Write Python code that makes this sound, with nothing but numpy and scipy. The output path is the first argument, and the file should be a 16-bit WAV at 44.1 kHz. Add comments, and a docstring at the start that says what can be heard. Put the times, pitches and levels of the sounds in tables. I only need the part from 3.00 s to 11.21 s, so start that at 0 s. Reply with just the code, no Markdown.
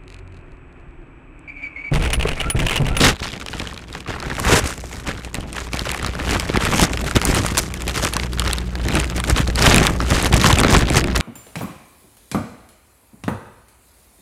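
"""A thin plastic mailing bag is pulled and crumpled by hand, close up in a dry, carpeted room.
Creases buckle with short snaps, singly or in dense crackle: bursts of noise ring panels of many sizes.
The flexing sheet pushes low puffs of air (shaped noise), and whole panels thump (short swings of pressure).
A mains hum of three sines and a dull room tone of filtered noise lie below.
Both grow louder for most of the scene, then dip and waver a little."""
import sys
import numpy as np
from scipy import signal
from scipy.fft import rfft, irfft
from scipy.io import wavfile
from scipy.ndimage import uniform_filter1d

SR = 44100
rng = np.random.default_rng(int(sys.argv[2]) if len(sys.argv) > 2 else 0)


def log_audio(samples):
    """Write samples as a 16-bit WAV file to the path given in sys.argv[1]."""
    # one column per channel
    frames = np.atleast_2d(samples).T
    # limit to full scale, then quantise
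    limited = np.clip(frames, -1, 1)
    pcm = np.round(limited * 32767).astype(np.int16)
    wavfile.write(sys.argv[1], SR, pcm)


N = 362061   # length [samples]


def amp(db):
    """Turn decibels into a gain."""
    return 10 ** (np.asarray(db) / 20)


def rms_one(x):
    """Scale a sound to an average (rms) level of 1."""
    return x / np.sqrt(np.mean(x ** 2) + 1e-20)


def in_time(rows):
    """Join the points of each table column with straight lines, one value per sample."""
    times, *columns = np.transpose(rows)
    t = np.arange(N) / SR
    return [np.interp(t, times, column) for column in columns]


def colour(x, spectrum):
    """Filter a sound to a table of (frequency [Hz], gain [dB]), with no sound ahead of its cause."""
    size = 8192
    hz = np.maximum(np.arange(size // 2 + 1) * SR / size, 1)
    points = np.array(spectrum)
    gain_db = np.interp(np.log(hz), np.log(points[:, 0]), points[:, 1])
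    # folding the cepstrum gives the minimum-phase filter: its energy comes as early as possible
    cepstrum = irfft(np.log(amp(gain_db)))
    cepstrum[1:size // 2] *= 2
    cepstrum[size // 2 + 1:] = 0
    response = irfft(np.exp(rfft(cepstrum)))
    return signal.fftconvolve(x, response)[:len(x)]


def drift(rate_hz):
    """Wander slowly and randomly around zero with a spread of 1."""
    step = 40   # samples between the drawn points
    r = np.exp(-2 * step * np.pi * rate_hz / SR)
    noise = rng.standard_normal(N // step + 2002)
    slow = signal.lfilter([1], [1, -2 * r, r * r], noise)[2000:]   # skip the filter's start
    return np.interp(np.arange(N) / step, np.arange(len(slow)), rms_one(slow))


def resonance(x, hz, width_hz):
    """Ring at one pitch, as a two-pole peak with a gain of about 1 on top."""
    r = np.exp(-np.pi * width_hz / SR)
    top = (1 - r * r) / 2
    return signal.lfilter([top, 0, -top], [1, -2 * r * np.cos(2 * np.pi * hz / SR), r * r], x)


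def split(x, hz, kind):
    """Keep the part below ("low") or above ("high") a frequency, with a steep edge."""
    return signal.sosfilt(signal.butter(4, hz, kind, fs=SR, output="sos"), x)


def bursts(clicks, decay_s):
    """Let each click open a burst of noise that swells briefly and dies."""
    r = np.exp(-1 / (max(decay_s, 1e-4) * SR))
    swell = signal.lfilter([1], [1, -2 * r, r * r], clicks)
    return swell * rng.standard_normal(len(clicks))


def even(x, seconds):
    """Divide a sound by its own level over a window, so that it stays near 1."""
    return x / np.sqrt(uniform_filter1d(x ** 2, int(seconds * SR)) + 1e-12)


# Swells of handling noise; neighbouring rows may overlap to shape one longer pull or tear:
# (time of peak [s], crackle level [dB], rise [s], fall [s],
# sizzle level above crackle [dB], flexing level above crackle [dB])
HANDLING_SWELLS = [(0.09, -13, 1, 0.035, -8.5, 0.5), (0.135, -28, 0.12, 0.008, -16, 6),
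                   (0.24, -28.5, 0.12, 0.27, -11.5, 0), (0.615, -31, 0.46, 0.29, -11, 0.5),
                   (0.951, -36, 0.098, 0.12, -11, 5), (1.103, -25.5, 0.054, 0.12, -18, -1.5),
                   (1.309, -30, 0.32, 0.24, -18, 3), (1.538, -12, 0.15, 0.09, -11, 1.3),
                   (1.593, -19.5, 0.19, 0.014, -1, -0.5), (1.66, -26, 0.041, 0.15, -3.5, 3),
                   (1.95, -38, 0.715, 0.4, -4.5, 2), (2.084, -25.5, 0.042, 0.13, -12.5, 2.5),
                   (2.25, -38, 0.07, 0.14, -9, -1), (2.349, -37.5, 0.038, 0.38, -12, 10.5),
                   (2.58, -28.5, 0.085, 0.16, -8.5, -4), (2.745, -28, 0.035, 0.21, -7.5, 2.5),
                   (2.871, -25.5, 0.04, 0.27, -10, -2.5), (3.04, -29.5, 0.13, 0.16, -13, 4),
                   (3.225, -30, 0.22, 0.19, -16, 2), (3.33, -21, 0.15, 0.16, -9, 2.5),
                   (3.559, -23.5, 0.063, 0.083, -19, 4), (3.689, -21.5, 0.36, 0.31, -11.5, 1.5),
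                   (3.835, -15.5, 0.15, 0.033, -3.5, 4.5), (3.92, -31, 0.14, 0.19, -6, 7.5),
                   (4.076, -25.5, 0.12, 0.055, -7, 5.5), (4.164, -14.5, 0.015, 0.018, -7.5, 7.5),
                   (4.334, -21.5, 0.26, 0.36, -6, 4.5), (4.583, -23.5, 0.011, 0.054, 6.5, 1.5),
                   (4.895, -29.5, 0.098, 0.023, -24, 4), (5.039, -22.5, 0.24, 0.14, -5.5, -1.5),
                   (5.184, -34.5, 1, 0.56, -7.5, 4), (5.47, -25.5, 0.15, 0.21, -11, 2),
                   (5.78, -57, 0.14, 0.1, -17, 12), (5.992, -21.5, 0.23, 0.063, -11, 5.5),
                   (6.197, -30, 0.44, 0.041, -7.5, 3), (6.306, -21, 0.064, 0.029, -5, 4.5),
                   (6.375, -19, 0.036, 0.088, -9.5, 1.5), (6.49, -27, 0.06, 0.029, -6, 6),
                   (6.635, -12, 0.074, 0.2, -8.5, -4), (6.69, -13, 0.059, 0.14, -11.5, 2.5),
                   (6.761, -18.5, 0.2, 0.092, -11, 11.5), (6.859, -19, 0.15, 0.094, -9, 2.5),
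                   (7.005, -45, 0.51, 0.035, -27, 17.5), (7.11, -21, 0.065, 0.45, -8, 2.5),
                   (7.258, -25, 0.52, 0.03, -9, 8), (7.34, -19.5, 0.059, 0.32, -7.5, 6),
                   (7.467, -13, 0.13, 0.25, -8.5, -1), (7.591, -23, 0.013, 0.93, -26, 8),
                   (7.746, -10.5, 0.069, 0.071, -6, 4.5), (7.976, -14, 0.075, 0.034, -5.5, 4.5),
                   (8.087, -30.5, 0.31, 0.024, -8, 11.5), (8.161, -22.5, 0.042, 1, -6.5, 1)]
SWING_DB = 20   # a swell climbs this far over its rise and sinks this far over its fall
REST_CRACKLE_DB, REST_SIZZLE_DB, REST_FLEX_DB = -65, -87, -49   # the bag held still


def handling():
    """Give crackle, sizzle and flexing levels in dB: the powers of all swells add to the resting bag."""
    t = np.arange(0, N + 32, 32) / SR
    power = np.ones((3, len(t))) * amp([[REST_CRACKLE_DB], [REST_SIZZLE_DB], [REST_FLEX_DB]]) ** 2
    for peak_s, crackle_db, rise_s, fall_s, sizzle_db, flex_db in HANDLING_SWELLS:
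        late = t - peak_s
        # rise and fall last at least 10 ms
        drop = np.maximum(-late / max(rise_s, .01), late / max(fall_s, .01))
        crackle_power = amp(crackle_db - SWING_DB * drop) ** 2
        power += crackle_power * amp([[0], [sizzle_db], [flex_db]]) ** 2
    return in_time(np.column_stack([t, *10 * np.log10(power)]))


def bucklings(crackle_db):
    """Buckle at random in clumps, on panels of many sizes; harder handling packs them denser."""
    clumps_db = 4.0 * drift(22) + 3.0 * drift(7)
    per_s = 240.0 * amp(.3 * (crackle_db + 29.5) + clumps_db)
    happens = rng.random(N) < per_s / SR
    sizes = amp(2.8 * np.minimum(rng.exponential(1, N), 4.5)) * happens
    panels_hz = np.geomspace(620, 11000, 12)
    dealt = rng.integers(0, 12, N)   # which panel each buckling falls on
    burst = 0
    for k, hz in enumerate(panels_hz):
        decay_s = 0.00063 * (2000 / hz) ** 0.39   # small panels let go faster
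        raw = bursts(sizes * (dealt == k) + 1e-18, decay_s) * 0.0006 / decay_s
        direct = 0.59 * split(raw, min(4.2 * hz, .45 * SR), "low")
        ring = 65.0 / np.sqrt(hz) * resonance(raw, hz, hz * 0.24)
        burst = burst + direct + ring
    return burst


# Tone colour of the crackle, with the top of the treble cut steeply above about 16 kHz:
# (frequency [Hz], gain [dB])
CRACKLE_COLOUR = [(240, -31.5), (400, -0.5), (669, -8.5), (1150, -5.5), (2400, -7), (2800, -6.5),
                  (7460, -7), (13700, -17.5), (15700, -25), (16500, -71)]
# Smooth rustle, high where the film tears or slides, and the crackle's upper middle:
# (time [s], rustle level against the bucklings before random flicker [dB], upper-middle gain [dB])
RUSTLE_LEVELS = [(0.1, 0, 4), (0.2, -7.5, 5.5), (1.4, -2.5, -8.5), (1.55, 10.5, -8), (1.64, -4, -4.5),
                 (6.75, -5.5, -1.5), (6.95, -3.5, -7), (7.2, -2, 0), (7.3, -12, -3)]


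def crackle(burst, crackle_db, sizzle_db):
    """Colour the bucklings together with the noisy rustle of the film's sliding faces."""
    rustle_db, upper_db = in_time(RUSTLE_LEVELS)
    hiss = split(rng.standard_normal(N), 12800, "low")
    rustle = amp(rustle_db + 3.8 * drift(62)) * hiss
    coloured = colour(even(burst, 0.12) + rustle, CRACKLE_COLOUR)
    body = split(coloured, 3880, "low")
    sizzle = split(coloured, 5100, "high")
    upper_middle = amp(upper_db) * split(body, 2630, "high")
    body = split(body, 2280, "low") + upper_middle
    return amp(crackle_db) * even(body, 0.09) + amp(sizzle_db) * even(sizzle, 0.125)


# Tone colour of the air puffs: (frequency [Hz], gain [dB])
PUFF_COLOUR = [(12, -27), (20, -2.5), (65, 2.5), (226, -3.5), (276, -4.5), (348, -6.5), (438, -11.5),
               (800, -16.5), (1040, -29), (1760, -120)]


def air_puffs(burst, flex_db):
    """Push air where the sheet buckles: low noise swells with the clumps, with dull bumps among it."""
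    clump_power = np.abs(split(even(burst, 0.118) ** 2, 35.0, "low"))
    swell = np.sqrt(clump_power + 1.05) * amp(2.0 * drift(12.0))
    # whole panels pop over at random, about 50 times a second
    pops = 27.5 * rng.standard_normal(N) * (rng.random(N) < 50.0 / SR)
    noise = rng.standard_normal(N) + pops
    return amp(flex_db) * even(colour(swell * noise, PUFF_COLOUR), 0.14)


def bag():
    """Let the same bucklings drive both the crackle and the puffs of air."""
    crackle_db, sizzle_db, flex_db = handling()
    burst = bucklings(crackle_db)
    return crackle(burst, crackle_db, sizzle_db) + air_puffs(burst, flex_db)


# Tones of the mains hum: (frequency [Hz], level before the waver and the background level [dB])
HUM_TONES = [(60, 0.5), (120, -11), (180, -10.5)]


def mains_hum():
    """Add steady electrical tones that waver together in level and phase."""
    t = np.arange(N) / SR
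    waver_db = .8 * drift(3)
    wobble = .1 * drift(2)   # phase swing of a 60 Hz tone [radians]
    hum = 0
    for hz, db in HUM_TONES:
        tone = np.sqrt(2) * np.sin(2 * np.pi * hz * t + wobble * hz / 60)
        hum = hum + amp(db + waver_db) * tone
    return hum


# Tone colour of the dull room noise: (frequency [Hz], relative gain [dB])
ROOM_COLOUR = [(20, -8), (65, 4), (228, -14), (357, -10), (678, -32.5), (1530, -30.5), (4540, -80),
               (16000, -52)]


def room_tone():
    """Filter steady random noise into a dull murmur."""
    return amp(-4) * rms_one(colour(rng.standard_normal(N), ROOM_COLOUR))


# Shared loudness of hum and room tone: (time [s], level [dB])
BACKGROUND_LEVEL = [(0.0, -43.5), (2.95, -35.5), (3.16, -33.5), (6.88, -23), (7.22, -26), (7.59, -23),
                    (8.21, -24.5)]


def background():
    """Lay the hum over the room tone, both on one slow level."""
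    level_db, = in_time(BACKGROUND_LEVEL)
    return amp(level_db) * (mains_hum() + room_tone())


# A whole panel pops over and pushes air: (time [s], peak level before the low cut [dB], pitch [Hz])
PANEL_THUMPS = [(0.013, -2.5, 256), (1.634, -12.5, 79), (3.0913, -13, 86.5), (3.5003, -6, 355),
                (3.5747, -3.5, 267), (3.828, -11, 149), (4.176, -17, 233), (4.2915, -4, 275),
                (4.338, -10, 111), (6.326, -3, 60.6), (6.404, -3, 146), (7.3398, 1, 132),
                (7.5338, 2.5, 77.5), (7.65, 3.5, 316), (7.773, 0, 117)]
THUMP_CYCLES = 0.37   # time from the peak to where the swing's outline falls to 1/e [cycles]


def thumps():
    """Swing the air pressure softly, about one cycle per thump."""
    out, t = np.zeros(N), np.arange(N) / SR
    for s, peak_db, hz in PANEL_THUMPS:
        near = slice(round((s - 2 / hz) * SR), round((s + 2 / hz) * SR))
        cycles = (t[near] - s) * hz
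        outline = np.exp(-(cycles / THUMP_CYCLES) ** 2)
        out[near] += amp(peak_db) * outline * np.cos(2 * np.pi * cycles)
    return split(out, 40, "high")


# Loud single snaps: (time [s], knock peak level [dB], panel pitch [Hz], sizzle level above knock [dB])
CREASE_SNAPS = [(0.462, -14, 2620, -11), (0.7761, -19.5, 2380, -11), (0.928, -21, 3550, -7),
                (0.950, -15.5, 1810, -17), (1.005, -19, 2500, -8), (1.095, -18, 1400, -12),
                (1.201, -16, 1890, -8), (1.2256, -13.5, 1280, -15), (1.300, -16, 1230, -12),
                (1.367, -15, 1430, -26), (1.399, -11, 1010, 1), (1.455, -19, 1120, -5),
                (1.675, -19, 1290, 5), (2.247, -18.5, 2490, -8), (2.344, -12.5, 2000, 0),
                (2.352, -15, 2500, -5), (2.407, -22, 3000, -4), (2.529, -23, 2500, 4),
                (2.733, -9, 2270, -7), (2.7929, -10, 3200, -5), (2.854, -15, 1350, -13),
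                (2.916, -16, 2020, 5), (2.9454, -8.5, 1790, -13), (3.028, -15, 1300, -1),
                (3.046, -8, 1280, -17), (3.064, -11, 4300, -5), (3.152, -14, 1230, -12),
                (3.398, -9, 2220, -2), (3.5, -11, 910, -19), (3.571, -6, 2010, -10.5),
                (3.6512, -5.5, 2300, -4), (3.747, -8.5, 2000, -10), (3.796, -2, 900, -3),
                (3.973, -10, 1230, -11), (4.111, -8.5, 1340, -7), (4.2154, -5, 1320, -8),
                (4.252, -23, 4350, 24), (4.3465, -9, 2150, 5), (4.4635, -8.5, 1230, 2),
                (4.55, -14, 1310, -15), (4.5714, -5.5, 990, 0), (4.578, -3, 3970, 8.5),
                (4.7398, -15, 2000, 1), (4.82, -17, 2320, 4), (4.88, -11.5, 1520, 0), (4.976, -8, 1380, -5),
                (5.0492, -11.5, 1420, 7), (5.136, -7.5, 2720, -3), (5.1661, -3.5, 1050, -2.5),
                (5.1978, -11.5, 1870, -10), (5.233, -12, 1240, -24), (5.3327, -16, 3600, -5),
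                (5.396, -4, 2800, 1.5), (5.42, -9.5, 1180, -11), (5.4776, -9.5, 3900, -5),
                (5.511, -11, 3270, -13), (5.5316, -5.5, 2580, 1), (5.5836, -10.5, 3500, -8),
                (5.754, -13, 1649, -16), (5.8848, -6.5, 1860, -8), (5.9533, -8.5, 2570, 2.5),
                (6.0002, -9, 2600, 2), (6.0436, -10, 1830, -6), (6.201, -10, 1170, -0.5),
                (6.239, -10, 1640, -8), (6.2983, -5, 4440, 1), (6.362, -9, 1284, -24.5),
                (6.5569, -8.5, 4160, -1.5), (6.623, -2, 4580, -15), (6.744, 4, 2450, -2),
                (6.761, -6, 1890, 7), (6.7814, 4, 2530, -4), (6.8682, 3, 2390, -5), (7.003, -8, 1250, -28),
                (7.014, -16.5, 5320, -18), (7.226, -18, 1360, 10), (7.246, -9.5, 2120, -1),
                (7.2677, -15, 900, 2), (7.3276, -5.5, 3420, -6), (7.3437, -8.5, 2750, 0.5),
                (7.437, -9, 1410, -2), (7.586, -3.5, 2350, 0), (7.601, -3, 1490, -2),
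                (7.634, -1, 1290, -14), (7.6464, -0.5, 1320, -27), (7.901, -8, 2180, -0.5),
                (8.0413, -9, 2170, -10), (8.1637, -10, 2570, -21)]


def snaps():
    """Let a crease go: a burst of about a millisecond rings its panel and sizzles on top."""
    size = 800   # samples per snap
    out = np.zeros(N + size)
    t = np.arange(size) / SR
    for s, peak_db, hz, sizzle_db in CREASE_SNAPS:
        low, high = rng.standard_normal((2, size))
        low = low * t * np.exp(-t / 0.00065)
        knock = resonance(low, hz, hz * 0.17) + 0.3 * split(low, 5400, "low")
        sizzle = split(colour(high * np.exp(-t / 0.0007), CRACKLE_COLOUR), 5300, "high")
        sizzle = resonance(sizzle, 9230, 3300)   # the top octave is duller
        knock = knock / np.abs(knock).max()
        sizzle = amp(sizzle_db) * sizzle / np.abs(sizzle).max()
        i = round(s * SR)
        out[i:i + size] += amp(peak_db) * (knock + sizzle)
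    return out[:N]


def room(x):
    """Echo from lap, carpet and walls: a short, dull tail of noise follows the sound and dies away."""
    decay_s = .1   # time to fall by 60 dB
    keep = amp(-2 * 60 / (decay_s * SR))   # power kept from one sample to the next
    power = signal.lfilter([1 - keep], [1, -keep], split(x, 400, "high") ** 2)
    tail = rms_one(split(colour(rng.standard_normal(N), CRACKLE_COLOUR), 2580, "low"))
    return amp(-10.0) * np.sqrt(np.maximum(power, 0)) * tail


def scene():
    """Add the bag, its echoes and the background."""
    near = bag() + thumps() + snaps()
    return (near + room(near) + background())[None]


def record(dry):
    """Round the peaks softly and cut the top of the treble."""
    rounded = .85 * np.tanh(dry / .85)
    top_cut = signal.cheby2(16, 80, 16600, fs=SR, output="sos")   # 80 dB down from 16600 Hz
    return signal.sosfilt(top_cut, rounded)


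dry = scene()
out = record(dry)
log_audio(out)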